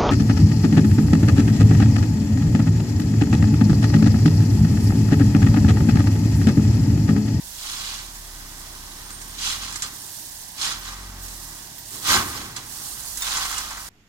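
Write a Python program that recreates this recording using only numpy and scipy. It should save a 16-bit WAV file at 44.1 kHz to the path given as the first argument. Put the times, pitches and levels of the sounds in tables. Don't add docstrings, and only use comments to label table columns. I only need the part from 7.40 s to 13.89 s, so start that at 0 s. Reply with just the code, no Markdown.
import sys
import numpy as np
from scipy import signal
from scipy.fft import rfft, irfft, next_fast_len
from scipy.io import wavfile
from scipy.ndimage import map_coordinates

SR = 44100
rng = np.random.default_rng(int(sys.argv[2]) if len(sys.argv) > 2 else 0)


def store_wav(level_fs):
    pcm = np.round(np.clip(np.atleast_2d(level_fs), -1, 1) * 32767)
    wavfile.write(sys.argv[1], SR, pcm.T.astype(np.int16))


N = 286209
BAND_LIMIT_HZ = 15900

# (full flow at [s], rise [s], hold [s], fall [dB/s], crunch [dB], rattle [dB], rumble [dB])
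ROCK_SURGES = [(.34, .22, .19, 87, -33, -43.5, -54), (1.2, 0.66, 1, 30, -48, -50.5, -51),
               (2.08, 0.11, 0.028, 130, -25.5, -37.5, -51), (2.24, 0.051, 0.012, 69, -32.5, -41, -53),
               (2.435, .015, .005, 172, -34, -40.5, -51), (3.25, .075, 0.019, 112, -25, -32.5, -45),
               (3.463, .04, 0.0092, 64, -38, -40.5, -54), (3.745, 0.22, 0.38, 63, -57, -51, -53),
               (4.19, 0.031, .01, 200, -49, -57, -56), (4.53, 0.042, 0.024, 60, -44.5, -49, -44),
               (4.717, 0.072, 0.036, 187, -18.5, -20.5, -28.5), (4.949, .1, 0.035, 78, -36.5, -38, -41),
               (5.171, .015, 0.0052, 189, -35.5, -43, -54), (5.396, 0.22, 0.27, 36, -50, -49.5, -52.5),
               (5.915, .12, 0.071, 45, -27.5, -32, -49.5), (6.18, 0.082, 0.0095, 59, -36.5, -44.5, -52)]
# (frequency [Hz], level [dB])
CRUNCH_SPECTRUM = [(500, -26.5), (1500, -7.5), (2400, -4.5), (3400, 2), (5500, -0.5), (7500, -4.5),
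                   (9500, -10), (12000, -19), (16000, -40)]
# (frequency [Hz], level [dB])
RATTLE_SPECTRUM = [(300, -27), (550, -10.5), (800, -1), (1100, -5), (1600, -1), (2050, 0.5), (2500, -6),
                   (4000, -21)]
# (frequency [Hz], coherence [0..1])
DIRECT_COHERENCE = [(60, 1), (250, 0.95), (700, 0.33), (1400, 0.96), (2500, 0.29), (5000, 0.11),
                    (15000, 0.083)]
def rock_slide():
    sliding = flow([(*shape, db) for *shape, db, _, _ in ROCK_SURGES])
    shaking = flow([(*shape, db) for *shape, _, db, _ in ROCK_SURGES], lag_s=0.01, fall_scale=0.72)
    clumps = wobble(70)
    knocks = collisions(count=70000, scatter_db=8, decay_s=.0002, samples=40)
    chinks = collisions(count=4500, scatter_db=9, decay_s=.005, samples=560)
    crunch = wall_reflections(knocks + amp(-7.5) * chinks, t60_s=0.1, wet_db=-4)
    crunch = stereo(crunch, CRUNCH_SPECTRUM, DIRECT_COHERENCE)
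    drumming = collisions(count=80000, scatter_db=8, decay_s=.00012, samples=24)
    drumming = wall_reflections(drumming, t60_s=0.18, wet_db=-6.5)
    rattle = steel_panels(stereo(drumming, RATTLE_SPECTRUM, DIRECT_COHERENCE), direct_db=-4.5)
    return sliding * amp(0.5 + 1.25 * clumps) * crunch + shaking * amp(0.17 + clumps) * rattle


def flow(pours, lag_s=0, fall_scale=1):
    t = np.arange(N) / SR - lag_s
    power = np.zeros(N)
    for full_s, rise_s, hold_s, fall_db_per_s, db in pours:
        swell_db = 15 * (np.maximum(full_s - t, 0) / rise_s) ** 2
        drain_db = fall_scale * fall_db_per_s * np.maximum(t - full_s - hold_s, 0)
        power += amp(db - np.minimum(swell_db + drain_db, 100)) ** 2
    return np.sqrt(power)


def collisions(count, scatter_db, decay_s, samples):
    t = np.arange(samples, dtype=np.float32) / SR
    when, pitch, strength, stream = rng.random((count, 4)).T
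    phase = np.outer(np.float32(2 * np.pi * BAND_LIMIT_HZ * pitch), t)
    rings = np.float32(amp(scatter_db * strength))[:, None] * np.sin(phase) * np.exp(-t / decay_s)
    start = (when * (N - samples)).astype(int) + N * (stream > .5)
    index = start[:, None] + np.arange(samples)
    return unit_rms(np.bincount(index.ravel(), rings.ravel(), 2 * N).reshape(2, N))


def wall_reflections(pair, t60_s, wet_db):
    t = np.arange(SR // 8) / SR
    tail = rng.standard_normal((2, len(t))) * amp(-60 * t / t60_s)
    echoes = unit_rms(signal.fftconvolve(pair, tail, axes=1)[:, :N])
    return unit_rms(pair + amp(wet_db) * echoes)


# (centre [Hz], width [Hz], gain [dB])
PANEL_MODES = [(907, 23, -5), (1012, 31, -2.5), (1108, 88, 6.5), (1220, 66, -1.5), (1352, 42, -2.5),
               (1523, 78, 1.5), (1934, 84, -9)]
def steel_panels(blows, direct_db):
    def resonance(hz):
        return sum(amp(db) * 1j * hz * width_hz / (centre_hz ** 2 - hz ** 2 + 1j * hz * width_hz)
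                   for centre_hz, width_hz, db in PANEL_MODES)
    return unit_rms(filtered(blows, lambda hz: amp(direct_db) + resonance(hz)))


# (frequency [Hz], level [dB])
RUMBLE_SPECTRUM = [(20, -14), (60, 3), (120, 1), (190, -2.5), (240, -1), (330, 0), (450, -8.5),
                   (900, -20.5)]
def ground_rumble():
    landing = flow([(*shape, db) for *shape, _, _, db in ROCK_SURGES], lag_s=0.019, fall_scale=0.46)
    steady_db = -58.5
    return np.hypot(landing, amp(steady_db)) * stereo_noise(RUMBLE_SPECTRUM, DIRECT_COHERENCE)


# (time [s], relative level [dB], hardness [dB/octave re 150 Hz])
TAILGATE_BLOWS = [(4.744, -31.5, 8.5), (4.759, -28.5, -3)]
# (frequency [Hz], relative level [dB], t60 [s])
BED_MODES = [(68.7, -7, 1.0), (98, -5, 1), (115.5, -8.5, 2.3), (159, -14, .3), (224, 3, 0.24),
             (291, -17, 0.74), (340, -9, 0.16), (366, -11, 0.46), (534, -9, 0.17)]
def bed_boom():
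    out = np.zeros(N)
    for start_s, blow_db, db_per_octave in TAILGATE_BLOWS:
        t = np.maximum(np.arange(N) / SR - start_s, 0)
        attack = 1 - np.exp(-t / .002)
        for hz, mode_db, t60_s in BED_MODES:
            level_db = blow_db + mode_db - 5 + db_per_octave * np.log2(hz / 150) - 60 * t / t60_s
            out += amp(level_db) * attack * np.sin(2 * np.pi * (hz * t + rng.random()))
    return out


# (full flow at [s], rise [s], hold [s], fall [dB/s], relative level [dB])
GRAVEL_GUSHES = [(.13, 0.28, 0.23, 18, -47.5), (.9, 0.34, 1.4, 8, -52.5), (2.08, .08, .04, 80, -47),
                 (2.7, 0.29, 0.11, 14, -46), (3.84, 0.061, 0.29, 18, -48.5), (4.55, .13, 0.36, 65, -44.5),
                 (4.71, .06, 0.017, 152, -34.5), (5.38, 0.17, 0.79, 51, -43),
                 (6.4, 0.038, 0.095, 15, -49.5)]
# (frequency [Hz], level [dB])
HISS_SPECTRUM = [(1500, -43), (2700, -9.5), (4000, -3.5), (6000, 0), (8500, 0.5), (11000, -2.5),
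                 (15800, -6)]
# (frequency [Hz], level [dB])
TRICKLE_SPECTRUM = [(22, -16), (38, -3), (136, -5), (319, -12.5), (480, -18.5), (600, -8), (960, -4),
                    (1330, -17.5), (1540, -8), (1880, -6), (2360, -14.5), (3200, -10.5), (5500, -7),
                    (15800, -20)]
# (frequency [Hz], coherence [0..1])
SCATTERED_COHERENCE = [(60, .99), (250, 0.94), (640, 0.12), (1200, 1), (2500, 0.11), (15000, 0.065)]
def fine_gravel():
    grit = collisions(count=70000, scatter_db=9, decay_s=.0002, samples=32)
    tinkle = collisions(count=3500, scatter_db=15, decay_s=.005, samples=560)
    chips = stereo(grit + amp(-8.5) * tinkle, HISS_SPECTRUM, SCATTERED_COHERENCE)
    trickle = stereo_noise(TRICKLE_SPECTRUM, SCATTERED_COHERENCE)
    gushing = flow(GRAVEL_GUSHES) * amp(7.5 + 0.79 * wobble(30))
    return gushing * chips + amp(-44 + 0.36 * wobble(8)) * trickle


# (time [s], relative level [dB], clank offset [dB])
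STEEL_HITS = [(0.7544, -30.5, -19), (1.704, -28, -11), (1.8153, -27.5, -28), (1.9939, -33, -20),
              (2.3238, -24, -28), (2.3575, -19, -21), (2.4213, -13, -27.5), (3.882, -30, -24.5),
              (4.38, -33, -21), (5.164, -21.5, -14), (5.7713, -21.5, -19), (5.8202, -17.5, -17),
              (5.969, -18, -10), (6.1245, -26, -3.5), (6.1808, -17, -26), (6.3066, -27, -2),
              (6.3698, -29.5, -3)]
# (frequency [Hz], level [dB])
CLINK_SPECTRUM = [(600, -48), (1800, -2.5), (3000, -11), (5500, -1), (7600, 2), (9800, -9.5), (12000, -18),
                  (16000, -38)]
def steel_strikes():
    crack_t60_s, spray_t60_s, clank_t60_s = 0.042, 0.16, 0.14
    clink_gain, clank_gain = np.zeros((2, N + SR))
    t = np.arange(SR // 4) / SR
    clink_decay = amp(-60 * t / crack_t60_s) + amp(-7.5 - 60 * t / spray_t60_s)
    for start_s, db, clank_db in STEEL_HITS:
        start = round(start_s * SR)
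        blow = amp(db) * (1 - np.exp(-t / .0007))
        clink_gain[start:start + len(t)] += blow * clink_decay
        clank_gain[start:start + len(t)] += blow * amp(clank_db - 60 * t / clank_t60_s)
    clink = stereo_noise(CLINK_SPECTRUM, DIRECT_COHERENCE)
    clank = steel_panels(stereo_noise(RATTLE_SPECTRUM, DIRECT_COHERENCE), direct_db=-5)
    return amp(-7.5) * clink_gain[:N] * clink + amp(-1.5) * clank_gain[:N] * clank


# (time [s], firing rate [Hz])
FIRING_RATE = [(0, 24.98), (.45, 35.17), (.7, 36.9), (1, 33.95), (1.34, 30.25), (1.7, 34.33), (2.02, 39.86),
               (2.28, 41.57), (2.73, 31.32), (3.12, 26), (3.45, 41.88), (3.65, 46.5), (3.87, 42.66),
               (4.17, 37.1), (4.5, 34.34), (5.08, 37.9), (5.45, 25.46), (5.8, 22.74), (6.49, 24.7)]
# (time [s], throb level [dB])
THROTTLE_LEVEL = [(0, -52), (.42, -45), (1, -42.5), (1.5, -45), (2.3, -44), (2.52, -53), (2.72, -67),
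                  (2.95, -52), (3.2, -59), (3.38, -43), (3.88, -40.5), (4.12, -48), (4.32, -56), (4.6, -62),
                  (4.97, -51), (5.3, -56), (5.95, -46), (6.49, -47.5)]
# (frequency [Hz], gain [dB])
PIPE_RESPONSE = [(23, -14), (27, -6), (31, -2), (36, -0.5), (47, 0), (54, -3), (62, -11), (70, -14),
                 (82, -11), (93, -5.5)]
# (order, level [dB])
EXHAUST_ORDERS = [(3, -60), (4, -62), (5, -65), (6, -71.5), (7, -73), (8, -78), (9, -78)]
def diesel():
    firing_hz = over_time(FIRING_RATE)
    throttle_db = over_time(THROTTLE_LEVEL)
    phase = 2 * np.pi * np.cumsum(firing_hz * (1 + 0.0055 * wobble(25.08))) / SR
    throb = sum(amp(throttle_db + at_hz(PIPE_RESPONSE, order * firing_hz) + .6 * wobble(23))
                * np.cos(order * phase) for order in (1, 2))
    overtones = sum(amp(db + 1.5 * wobble(19)) * np.cos(round(order) * phase + rng.normal(0, 0.43))
                    for order, db in EXHAUST_ORDERS)
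    gas = filtered(rng.standard_normal(N), lambda hz: amp(at_hz(RUMBLE_SPECTRUM, hz)))
    puffs = unit_rms(np.exp(1.2 * np.cos(phase)) * gas)
    rev_gain = amp(13.6 * np.log2(firing_hz / 35))
    return np.sqrt(2) * throb + rev_gain * (np.sqrt(2) * overtones + amp(-60.5) * puffs)


# (time [s], frequency [Hz], level [dB])
CHIP_RINGS = [(1.880, 14000, -40), (2.530, 15350, -44), (3.079, 8960, -37), (3.390, 14630, -38),
              (3.835, 15290, -36), (4.383, 14540, -36), (5.772, 11070, -28.5), (5.805, 15460, -29),
              (5.820, 3650, -25), (6.385, 14360, -41)]
def chip_pings(t60_s=0.13):
    out = np.zeros((2, N))
    t = np.arange(SR // 16) / SR
    attack = 1 - np.exp(-t / .001)
    for start_s, hz, db in CHIP_RINGS:
        start = round(start_s * SR)
        ring = np.sin(2 * np.pi * (hz * t + rng.random((2, 1))))
        out[:, start:start + len(t)] += amp(db - 60 * t / t60_s) * attack * ring
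    return out


# (time [s], squeal level [dB])
SQUEAL_LEVEL = [(1.2, -80), (1.62, -60), (1.73, -43), (1.86, -45), (1.97, -54), (2.05, -90)]
def hinge_squeal():
    squeal_hz = 8780 * (1 + 0.00495 * wobble(250))
    squeal_db = over_time(SQUEAL_LEVEL) + 3.5 * wobble(49.7)
    return amp(squeal_db) * np.sin(2 * np.pi * np.cumsum(squeal_hz) / SR)


def amp(db):
    return 10 ** (np.asarray(db) / 20)


def unit_rms(x):
    return x / np.sqrt(np.mean(x ** 2) + 1e-20)


def at_hz(points, hz):
    knots_hz, values = np.transpose(points)
    return np.interp(np.log(hz + 1), np.log(knots_hz + 1), values)


def over_time(points):
    knots_s, values = np.transpose(points)
    return np.interp(np.arange(N) / SR, knots_s, values)


def wobble(rate_hz):
    knots = rng.standard_normal(int(N * rate_hz / SR) + 4)
    coarse = np.arange(0, N + 16, 16)
    return np.interp(np.arange(N), coarse, map_coordinates(knots, [coarse * rate_hz / SR]))


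def filtered(x, response):
    size = next_fast_len(N + SR // 2)
    hz = np.fft.rfftfreq(size, 1 / SR)
    return irfft(rfft(x, size) * response(hz), size)[..., :N]


def stereo(pair, spectrum, coherence):
    def mid_side_gains(hz):
        angle = np.arccos(np.clip(at_hz(coherence, hz), -1, 1)) / 2
        return amp(at_hz(spectrum, hz)) * [np.cos(angle), np.sin(angle)]
    mid, side = filtered(pair, mid_side_gains)
    return unit_rms(np.array([mid + side, mid - side]))


def stereo_noise(spectrum, coherence):
    return stereo(rng.standard_normal((2, N)), spectrum, coherence)


def scene():
    load = rock_slide() + ground_rumble() + bed_boom() + fine_gravel() + steel_strikes()
    return load + diesel() + chip_pings() + hinge_squeal()


# (frequency [Hz], left minus right [dB])
PORT_BALANCE = [(200, 0.5), (380, 0), (520, 1.5), (700, 1), (1000, -2), (1400, 2), (2300, 1.5), (3200, -2),
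                (4400, -4.5), (8000, -7.5), (15000, -10.5)]
def record(dry):
    sides, left_lag_s = np.array([[.5], [-.5]]), .00015
    def ports(hz):
        delay = np.exp(-2j * np.pi * hz * sides * left_lag_s)
        return amp(sides * at_hz(PORT_BALANCE, hz)) * delay * (hz < BAND_LIMIT_HZ)
    return filtered(dry, ports)


dry = scene()
out = record(dry)
store_wav(out)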